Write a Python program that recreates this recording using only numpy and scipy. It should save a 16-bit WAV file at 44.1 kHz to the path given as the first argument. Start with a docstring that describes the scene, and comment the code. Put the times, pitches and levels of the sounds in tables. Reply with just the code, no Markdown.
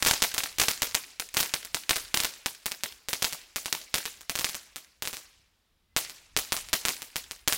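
"""A crackling cord hangs under a paper lantern that climbs away between trees.
It opens in dense crackle over the strongest wind rumble, thins out to a gap just after 5 s, where a far
bird whistles briefly near 5.9 s, then crackles again to 7.5 s as the wind swells. Each charge sends in turn
a blast wave, its ground bounce with a soft thump, a hiss of leaf echoes (filtered noise, decaying by band)
and duller slaps from a near and a far obstacle. A faint noise hush lies below throughout."""
import sys
import numpy as np
from scipy import signal
from scipy.io import wavfile

SR = 44100
rng = np.random.default_rng(int(sys.argv[2]) if len(sys.argv) > 2 else 0)


def persist_wave(psi):
    """Save psi, clipped to +-1, as 16-bit WAV."""
    counts = np.round(np.clip(psi, -1, 1) * 32767).astype(np.int16)
    wavfile.write(sys.argv[1], SR, np.atleast_2d(counts).T)


N = 333837

# charges: (time [s], size as echo level [dB], front height [dB], treble re middle [dB],
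#           ground bounce lag [ms], bounce re front [dB])
CHARGES = [(0.0254, -29.4, -2.0, -10, 3.69, -2), (0.05, -31.8, -5.4, -2, 3.42, -13),
           (0.0629, -27.3, -3.6, -11, 3.51, -2), (0.0708, -28.8, -2.4, -8, 1.89, 0),
           (0.077, -35.0, -6.4, -8, 4.0, -7), (0.085, -33.0, -3.6, -9, 3.99, -1),
           (0.111, -27.6, -2.1, -9, 1.35, 0), (0.1358, -34.1, -10.5, -6, 3.29, 2),
           (0.2216, -27.0, -0.7, -8, 1.0, -15), (0.2262, -30.0, 0.4, -5, 3.5, -15),
           (0.2387, -35.0, -4.7, -5, 3.98, -3), (0.3416, -35.8, -16.5, 5, 4.09, 3),
           (0.3808, -30.6, -3.9, -10, 2.76, -3), (0.3886, -39.0, -12.4, -5, 3.85, -2),
           (0.4356, -35.1, -9.0, -12, 3.76, 0), (0.5848, -31.7, -9.4, -4, 2.64, -2),
           (0.5981, -28.0, -3.8, -14, 4.19, 2), (0.5998, -31.0, -1.5, -11, 4.96, -10),
           (0.616, -28.6, -2.4, -11, 2.69, -1), (0.6361, -36.0, -6.5, -7, 3.44, -4),
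           (0.684, -28.3, -2.2, -14, 2.56, -2), (0.7109, -38.0, -10.0, -4, 4.08, -1),
           (0.8207, -30.0, -4.7, -3, 1.0, -1), (0.829, -36.0, -6.7, -9, 3.45, -1),
           (0.8704, -48.0, -21.1, -3, 4.25, -3), (0.9463, -32.0, -6.9, -3, 4.3, 3),
           (0.9506, -33.0, -3.6, -6, 2.05, -4), (1.1984, -36.1, -9.6, -2, 3.86, -2),
           (1.3419, -38.0, -22.1, 10, 4.31, 3), (1.3694, -27.0, -1.1, -17, 3.45, -2),
           (1.3777, -35.0, -5.9, -11, 4.09, -6), (1.403, -31.5, -6.6, -8, 2.61, -3),
           (1.409, -37.0, -9.4, -5, 4.18, -5), (1.4298, -34.7, -7.9, -2, 4.57, -5),
           (1.539, -31.5, -3.0, -9, 3.47, -2), (1.6495, -46.4, -23.1, 7, 4.49, 0),
           (1.746, -32.0, -2.8, -12, 3.91, -4), (1.8941, -29.5, -1.2, -18, 2.82, -3),
           (1.9029, -38.0, -15.1, 1, 4.2, -2), (1.9088, -29.0, -0.5, -19, 2.8, -2),
           (1.9594, -35.6, -11.3, -3, 3.96, -1), (1.9658, -36.9, -10.5, -5, 3.96, -2),
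           (2.1431, -28.9, -2.1, -12, 2.51, -1), (2.1732, -30.7, -6.1, -9, 1.0, 2),
           (2.2025, -31.4, -4.0, -10, 2.91, -5), (2.2351, -35.4, -15.6, 1, 1.37, 4),
           (2.2475, -34.7, -6.1, -5, 3.97, -2), (2.4607, -33.7, -5.1, -8, 4.02, -2),
           (2.6591, -34.9, -15.2, 8, 4.89, 4), (2.7142, -47.0, -19.9, -4, 4.54, 4),
           (2.7191, -41.0, -10.2, -12, 4.89, -5), (2.836, -34.5, -6.6, -4, 5.06, -6),
           (3.0863, -34.9, -11.7, -4, 4.85, -3), (3.1317, -32.6, -5.6, -9, 3.9, 0),
           (3.2234, -30.8, -6.9, -12, 3.54, 3), (3.2445, -30.3, -4.5, -11, 4.33, 0),
           (3.3259, -40.6, -17.4, 1, 5.1, 1), (3.3319, -49.0, -17.3, -12, 4.8, -9),
           (3.5603, -33.2, -9.6, -5, 4.84, 0), (3.6587, -36.1, -10.6, -6, 4.66, -3),
           (3.7268, -31.0, -2.7, -13, 2.13, -2), (3.7511, -41.9, -14.3, -1, 5.28, -7),
           (3.942, -30.7, -3.3, -12, 2.95, 0), (3.9531, -34.4, -9.1, -3, 5.43, -3),
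           (3.9817, -38.6, -11.7, -6, 3.02, 1), (4.0548, -36.9, -12.5, -5, 5.42, -1),
           (4.2097, -52.8, -28.6, 1, 5.69, 0), (4.2966, -34.5, -7.4, -6, 4.51, -7),
           (4.3545, -32.8, -9.8, -7, 5.0, 1), (4.3895, -34.2, -8.7, -8, 5.3, 0),
           (4.4107, -37.4, -14.9, -5, 5.43, 0), (4.4448, -31.4, -2.3, -13, 4.16, -4),
           (4.4901, -42.4, -18.0, -2, 4.86, 1), (4.4958, -47.0, -19.9, -5, 4.87, -2),
           (4.546, -40.2, -14.1, -12, 5.7, -1), (4.7601, -41.1, -18.0, -1, 5.82, -1),
           (5.0233, -36.0, -11.0, -5, 4.69, -5), (5.0537, -40.1, -15.1, -14, 5.98, -2),
           (5.0745, -37.7, -9.1, -8, 5.96, -6), (5.1304, -42.0, -21.0, -1, 5.04, -2),
           (5.143, -44.4, -25.7, 5, 4.88, 0), (5.1693, -45.3, -17.8, -4, 5.98, -7),
           (5.9649, -26.2, -2.3, -9, 6.27, -3), (5.9677, -42.0, -16.2, -6, 5.91, -4),
           (6.0975, -49.4, -18.8, -11, 6.53, -6), (6.3657, -28.1, -1.0, -15, 6.23, -5),
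           (6.3891, -37.0, -10.2, -1, 6.36, -4), (6.522, -28.0, -4.0, -11, 5.48, -2),
           (6.5666, -37.8, -10.3, -5, 6.33, -5), (6.6875, -53.0, -20.7, -12, 6.75, -7),
           (6.7311, -28.5, -2.1, -9, 6.35, -1), (6.7344, -32.0, -5.1, -4, 6.69, -5),
           (6.8526, -29.1, -1.9, -12, 6.05, -5), (6.8845, -29.7, -2.1, -12, 6.69, -4),
           (7.0206, -42.6, -16.6, -2, 6.84, -3), (7.1589, -34.4, -9.3, -8, 6.47, -1),
           (7.3113, -43.0, -13.6, -13, 6.5, -4), (7.477, -24.8, -3.1, -11, 4.88, 1),
           (7.5254, -29.7, -1.9, -11, 5.91, -4)]
# microphone rings struck by a steep front: (frequency [Hz], decay to 1/e [ms], level re treble [dB])
CAPSULE_RINGS = [(14600, .11, -1), (8200, .15, -9)]
# leaf echo colour, relative: (frequency [Hz], level [dB per Hz])
LEAF_COLOUR = [(35, -43), (60, -7), (290, -4), (403, -4), (1010, -5.5), (2040, -3), (2290, -1.5),
               (2900, -5.5), (6760, -4), (15000, -4), (16500, -25)]
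# decay of the near crowns: (frequency [Hz], T60 [s])
NEAR_DECAY = [(100, 0.068), (700, 0.17), (2000, 0.1), (5000, 0.33), (13000, 0.19)]
# decay of the far woods: (frequency [Hz], T60 [s])
FAR_DECAY = [(100, .55), (700, 0.83), (2000, 0.89), (5000, 0.93), (13000, 0.54)]
# far woods re near crowns: (frequency [Hz], level [dB])
FAR_LEVEL = [(100, -16), (1000, -15), (4000, -11), (13000, -14.5)]
# obstacles: (slap delay at the start [ms], delay change [ms per s], peak re size [dB],
#             peak change [dB per s], band reference [Hz])
SLAP_OBSTACLES = [(23.9, -.47, 12.0, -.9, 2200), (93.2, -1.55, 4.5, -.2, 4200)]
# wind colour, relative: (frequency [Hz], level [dB per Hz])
WIND_COLOUR = [(12, -30), (20, -3), (48, -2.5), (77, -6), (102, -15.5), (130, -16), (300, -27),
               (390, -68.5), (660, -120)]
# mean wind level: (time [s], level [dB])
WIND_GUSTS = [(0.0, -56), (0.42, -65), (0.84, -65), (1.01, -72), (1.92, -69), (2.07, -66), (2.44, -76),
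              (3.27, -71), (3.44, -73), (4.49, -70), (4.68, -74), (5.74, -74), (5.92, -69), (6.68, -64),
              (7.12, -68), (7.57, -64)]
# distant outdoor noise colour, relative: (frequency [Hz], level [dB per Hz])
HUSH_COLOUR = [(88, -30), (150, -6.5), (560, -14), (1230, -13.5), (2810, -16.5), (3490, -12), (6170, -21),
               (15000, -23), (16500, -26)]
# far bird: (time [s], pitch [Hz], mean level [dB])
BIRD_WHISTLE = [(5.83, 2050, -92), (5.86, 2045, -84), (5.93, 2030, -85), (5.96, 2030, -92)]

LEAD_SAMPLES = 8    # shapes start this far ahead of their moment
FRONT_MS, TURN_MS, SUCTION_GAIN = .022, .048, 1.0
BIG_SIZE_DB = -30
USUAL_BODY_DB = -28    # size re front height; a fuller charge has more body behind its front
# big, full charges pull back longer
SUCTION_MS, SUCTION_MS_PER_DB, SUCTION_MS_PER_FULL_DB, SUCTION_LOG_SPREAD = .08, .0015, .003, .12
EARLIER_DB = -30    # scatter left over from charges before the start
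SLAP_DELAY_SPREAD, SLAP_SPREAD_DB, SLAP_BAND_LOG_SPREAD = .006, 1.5, .12    # first is a share of the delay
HUSH_DB = -74
HOUSING_ECHO, CUTOFF_HZ = 0.12, 16700    # echo as a share of the direct sound


def cracks():
    """Each charge's direct blast, its more ragged ground bounce and a soft thump of hot gas."""
    s, size_db, front_db, treble_db, lag_ms, bounce_db = np.transpose(CHARGES)
    bigger_db = np.maximum(size_db - BIG_SIZE_DB, -14)
    fuller_db = np.clip(size_db - front_db - USUAL_BODY_DB, -6, 6)
    suction_ms = SUCTION_MS + SUCTION_MS_PER_DB * bigger_db + SUCTION_MS_PER_FULL_DB * fuller_db
    suction_ms = suction_ms * np.exp(SUCTION_LOG_SPREAD * rng.standard_normal(len(s)))
    height = from_db(front_db)[:, None]
    ripple = .08 + from_db(size_db - front_db + 8)[:, None]    # fuller charges burst raggedly
    direct = place(s, height * blast(s, 0.93 * suction_ms, ripple, treble_db))

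    bounce_s = s + lag_ms / 1000
    bounce_height = height * from_db(bounce_db)[:, None]
    bounce_shape = blast(bounce_s, 0.71 * suction_ms, 1.9 * ripple, treble_db - 3.0)
    bounce = place(bounce_s, bounce_height * bounce_shape)

    gas = place(s + 12 / SR, from_db(size_db - 2.0)[:, None])
    thump = signal.lfilter([1], [1, -np.exp(-1 / (0.0014 * SR))], gas)    # 1.4 ms decay
    return direct + bounce + thump


def blast(seconds, suction_ms, ripple, treble_db, count=64):
    """A steep short push, a longer pull back and a ragged wake; the microphone turns it over."""
    fraction = (seconds * SR % 1)[:, None]
    ms = (np.arange(count) - LEAD_SAMPLES - fraction) / SR * 1000
    push = np.exp(-.5 * (ms / FRONT_MS) ** 2)
    after_ms = ms - TURN_MS
    opens = .5 + .5 * np.tanh(after_ms / FRONT_MS)
    late_ms = np.maximum(after_ms, 0)
    pull = SUCTION_GAIN * opens * np.exp(-late_ms / suction_ms[:, None])
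    wake = ripple * opens * rng.standard_normal(ms.shape) * np.exp(-late_ms / .3)
    struck = .5 + .5 * np.tanh((ms + FRONT_MS) / FRONT_MS)
    ring = 0
    for hz, decay_ms, level_db in CAPSULE_RINGS:
        decay = np.exp(-np.maximum(ms, 0) / decay_ms)
        ring = ring + from_db(treble_db[:, None] + level_db) * np.cos(2 * np.pi * hz * ms / 1000) * decay
    return pull + wake - push - struck * ring


def leaves():
    """Countless small echoes: a little at once, most after the bounce, dying band by band."""
    s, size_db, _, _, lag_ms, _ = np.transpose(CHARGES)
    start_s = s + LEAD_SAMPLES / SR    # cancels the lead in place()
    power = from_db(2 * (size_db + .5))[:, None]
    after_bounce = place(start_s + lag_ms / 1000 + .0004, power)
    at_once = from_db(-10) * place(start_s + .0018, power)
    kicks = signal.lfilter([.04], [1, -.96], after_bounce + at_once)    # echoes take a moment to pile up
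    earlier = from_db(2 * EARLIER_DB) * (np.arange(N) == 0)

    fresh = power_decay(kicks, 0.023) / (power_decay(kicks, 0.21) + 1e-12)
    fresh = np.clip(fresh, 0, 1)    # near 1 just after a charge
    sizes = np.minimum(rng.exponential(1, (2, N)), 6) - 1.5
    glints = from_db((3.5 + 2.4 * fresh) * sizes)    # near branches throw single louder echoes
    grains = rng.standard_normal((2, N)) * glints

    out, total_power = 0, 0
    for hz, noise in bands(grains / grains.std()):
        gain = from_db(at_hz(LEAF_COLOUR, hz))
        near = power_decay(kicks, at_hz(NEAR_DECAY, hz))
        far = power_decay(kicks + earlier, at_hz(FAR_DECAY, hz))
        echo_power = near + from_db(2 * at_hz(FAR_LEVEL, hz)) * far
        patches = from_db(2.2 * drift(60) + 1.6 * drift(220))    # each crown favours other pitches
        out = out + gain * patches * noise * np.sqrt(echo_power)
        total_power += gain ** 2 * noise.var()
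    return out / np.sqrt(total_power)


def power_decay(kicks, t60_s):
    """Every kick of power dies away by 60 dB in t60_s."""
    return signal.lfilter([1], [1, -from_db(-120 / (t60_s * SR))], kicks + 1e-18)


def slaps():
    """Each obstacle returns every charge as a smeared, band-limited blast, then its weaker ground bounce."""
    out = np.zeros(N + SR)
    ms = np.arange(600) / SR * 1000
    s, size_db, *_ = np.transpose(CHARGES)
    for delay_ms, ms_per_s, peak_re_size_db, db_per_s, band_hz in SLAP_OBSTACLES:
        jitter, level, colour = rng.standard_normal((len(s), 3)).T
        back_s = s + (delay_ms + ms_per_s * s) * (1 + SLAP_DELAY_SPREAD * jitter) / 1000
        starts = (back_s * SR).astype(int)
        gains = from_db(size_db + peak_re_size_db + db_per_s * s + SLAP_SPREAD_DB * level)
        bands_hz = band_hz * np.exp(SLAP_BAND_LOG_SPREAD * colour)
        smears = rng.standard_normal((len(s), len(ms))) * np.exp(-ms / 1.34)
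        for at, gain, hz, smear in zip(starts, gains, bands_hz, smears):
            sos = signal.butter(2, [hz / 2.9, hz * 1.72], "band", fs=SR, output="sos")
            slap = signal.sosfilt(sos, 0.25 * smear - (ms == 0))
            slap = slap / np.abs(slap).max()
            bounce = from_db(-9.5) * np.roll(slap, 195)    # 4.4 ms later
            out[at:at + len(ms)] += gain * (slap + bounce)
    return out[:N]


def wind():
    """Low rumble: coloured noise whose level follows the gusts and flutters."""
    level_db = np.interp(np.arange(N) / SR, *np.transpose(WIND_GUSTS)) + 3.5 * drift(15)
    return from_db(level_db) * coloured(WIND_COLOUR)


def bird():
    """One thin distant whistle: a sine with gliding pitch and wavering level."""
    now = np.arange(N) / SR
    s, hz, level_db = np.transpose(BIRD_WHISTLE)
    whistle = np.sin(2 * np.pi * np.cumsum(np.interp(now, s, hz)) / SR)
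    return from_db(np.interp(now, s, level_db, left=-200, right=-200) + 5 * drift(70)) * whistle


def hush():
    """Distant outdoor noise: coloured noise with a slightly drifting level."""
    return from_db(HUSH_DB + 1.0 * drift(9)) * coloured(HUSH_COLOUR)


def coloured(spectrum):
    """Steady noise of a given colour, rms 1."""
    white = rng.standard_normal((2, N))
    return rms_one(sum(from_db(at_hz(spectrum, hz)) * noise for hz, noise in bands(white)))


def bands(white):
    """Half-octave bands of noise with their centres [Hz]; neighbours get unrelated noise."""
    edges_hz = 22 * 2 ** np.arange(0, 9.9, .5)
    for k, (low, high) in enumerate(zip(edges_hz, edges_hz[1:])):
        sos = signal.butter(2, [low, high], "band", fs=SR, output="sos")
        yield np.sqrt(low * high), signal.sosfilt(sos, white[k % 2])


def drift(rate_hz):
    """Slow chance: straight lines between random knots of spread 1."""
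    knots = rng.standard_normal(int(N / SR * rate_hz) + 2)
    return np.interp(np.arange(N) / SR * rate_hz, np.arange(len(knots)), knots)


def place(seconds, shapes):
    """Sum short shapes into a track, each LEAD_SAMPLES ahead of its moment."""
    starts = (seconds * SR).astype(int)[:, None] - LEAD_SAMPLES
    at = starts + np.arange(shapes.shape[1])
    inside = at < N
    return np.bincount(at[inside], shapes[inside], N)


def at_hz(points, hz):
    """Read a table at a frequency, linear over log frequency."""
    table_hz, values = np.transpose(points)
    return np.interp(np.log(hz), np.log(table_hz), values)


def from_db(db):
    """Decibels to amplitude ratio."""
    return 10 ** (np.asarray(db) / 20)


def rms_one(x):
    """Scale to rms 1."""
    return x / np.sqrt(np.mean(x ** 2) + 1e-20)


def scene():
    """All sources at one microphone."""
    return (cracks() + leaves() + slaps() + wind() + bird() + hush())[None]


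def record(dry):
    """The housing adds a very short echo, the loudest peaks are rounded, the top is cut without delay."""
    heard = signal.lfilter([1, 0, HOUSING_ECHO], [1], dry) / (1 + HOUSING_ECHO)
    ceiling = 1.2
    rounded = ceiling * np.tanh(heard / ceiling)
    low_pass = signal.cheby2(10, 32, CUTOFF_HZ, fs=SR, output="sos")
    return signal.sosfiltfilt(low_pass, rounded)


dry = scene()
out = record(dry)
persist_wave(out)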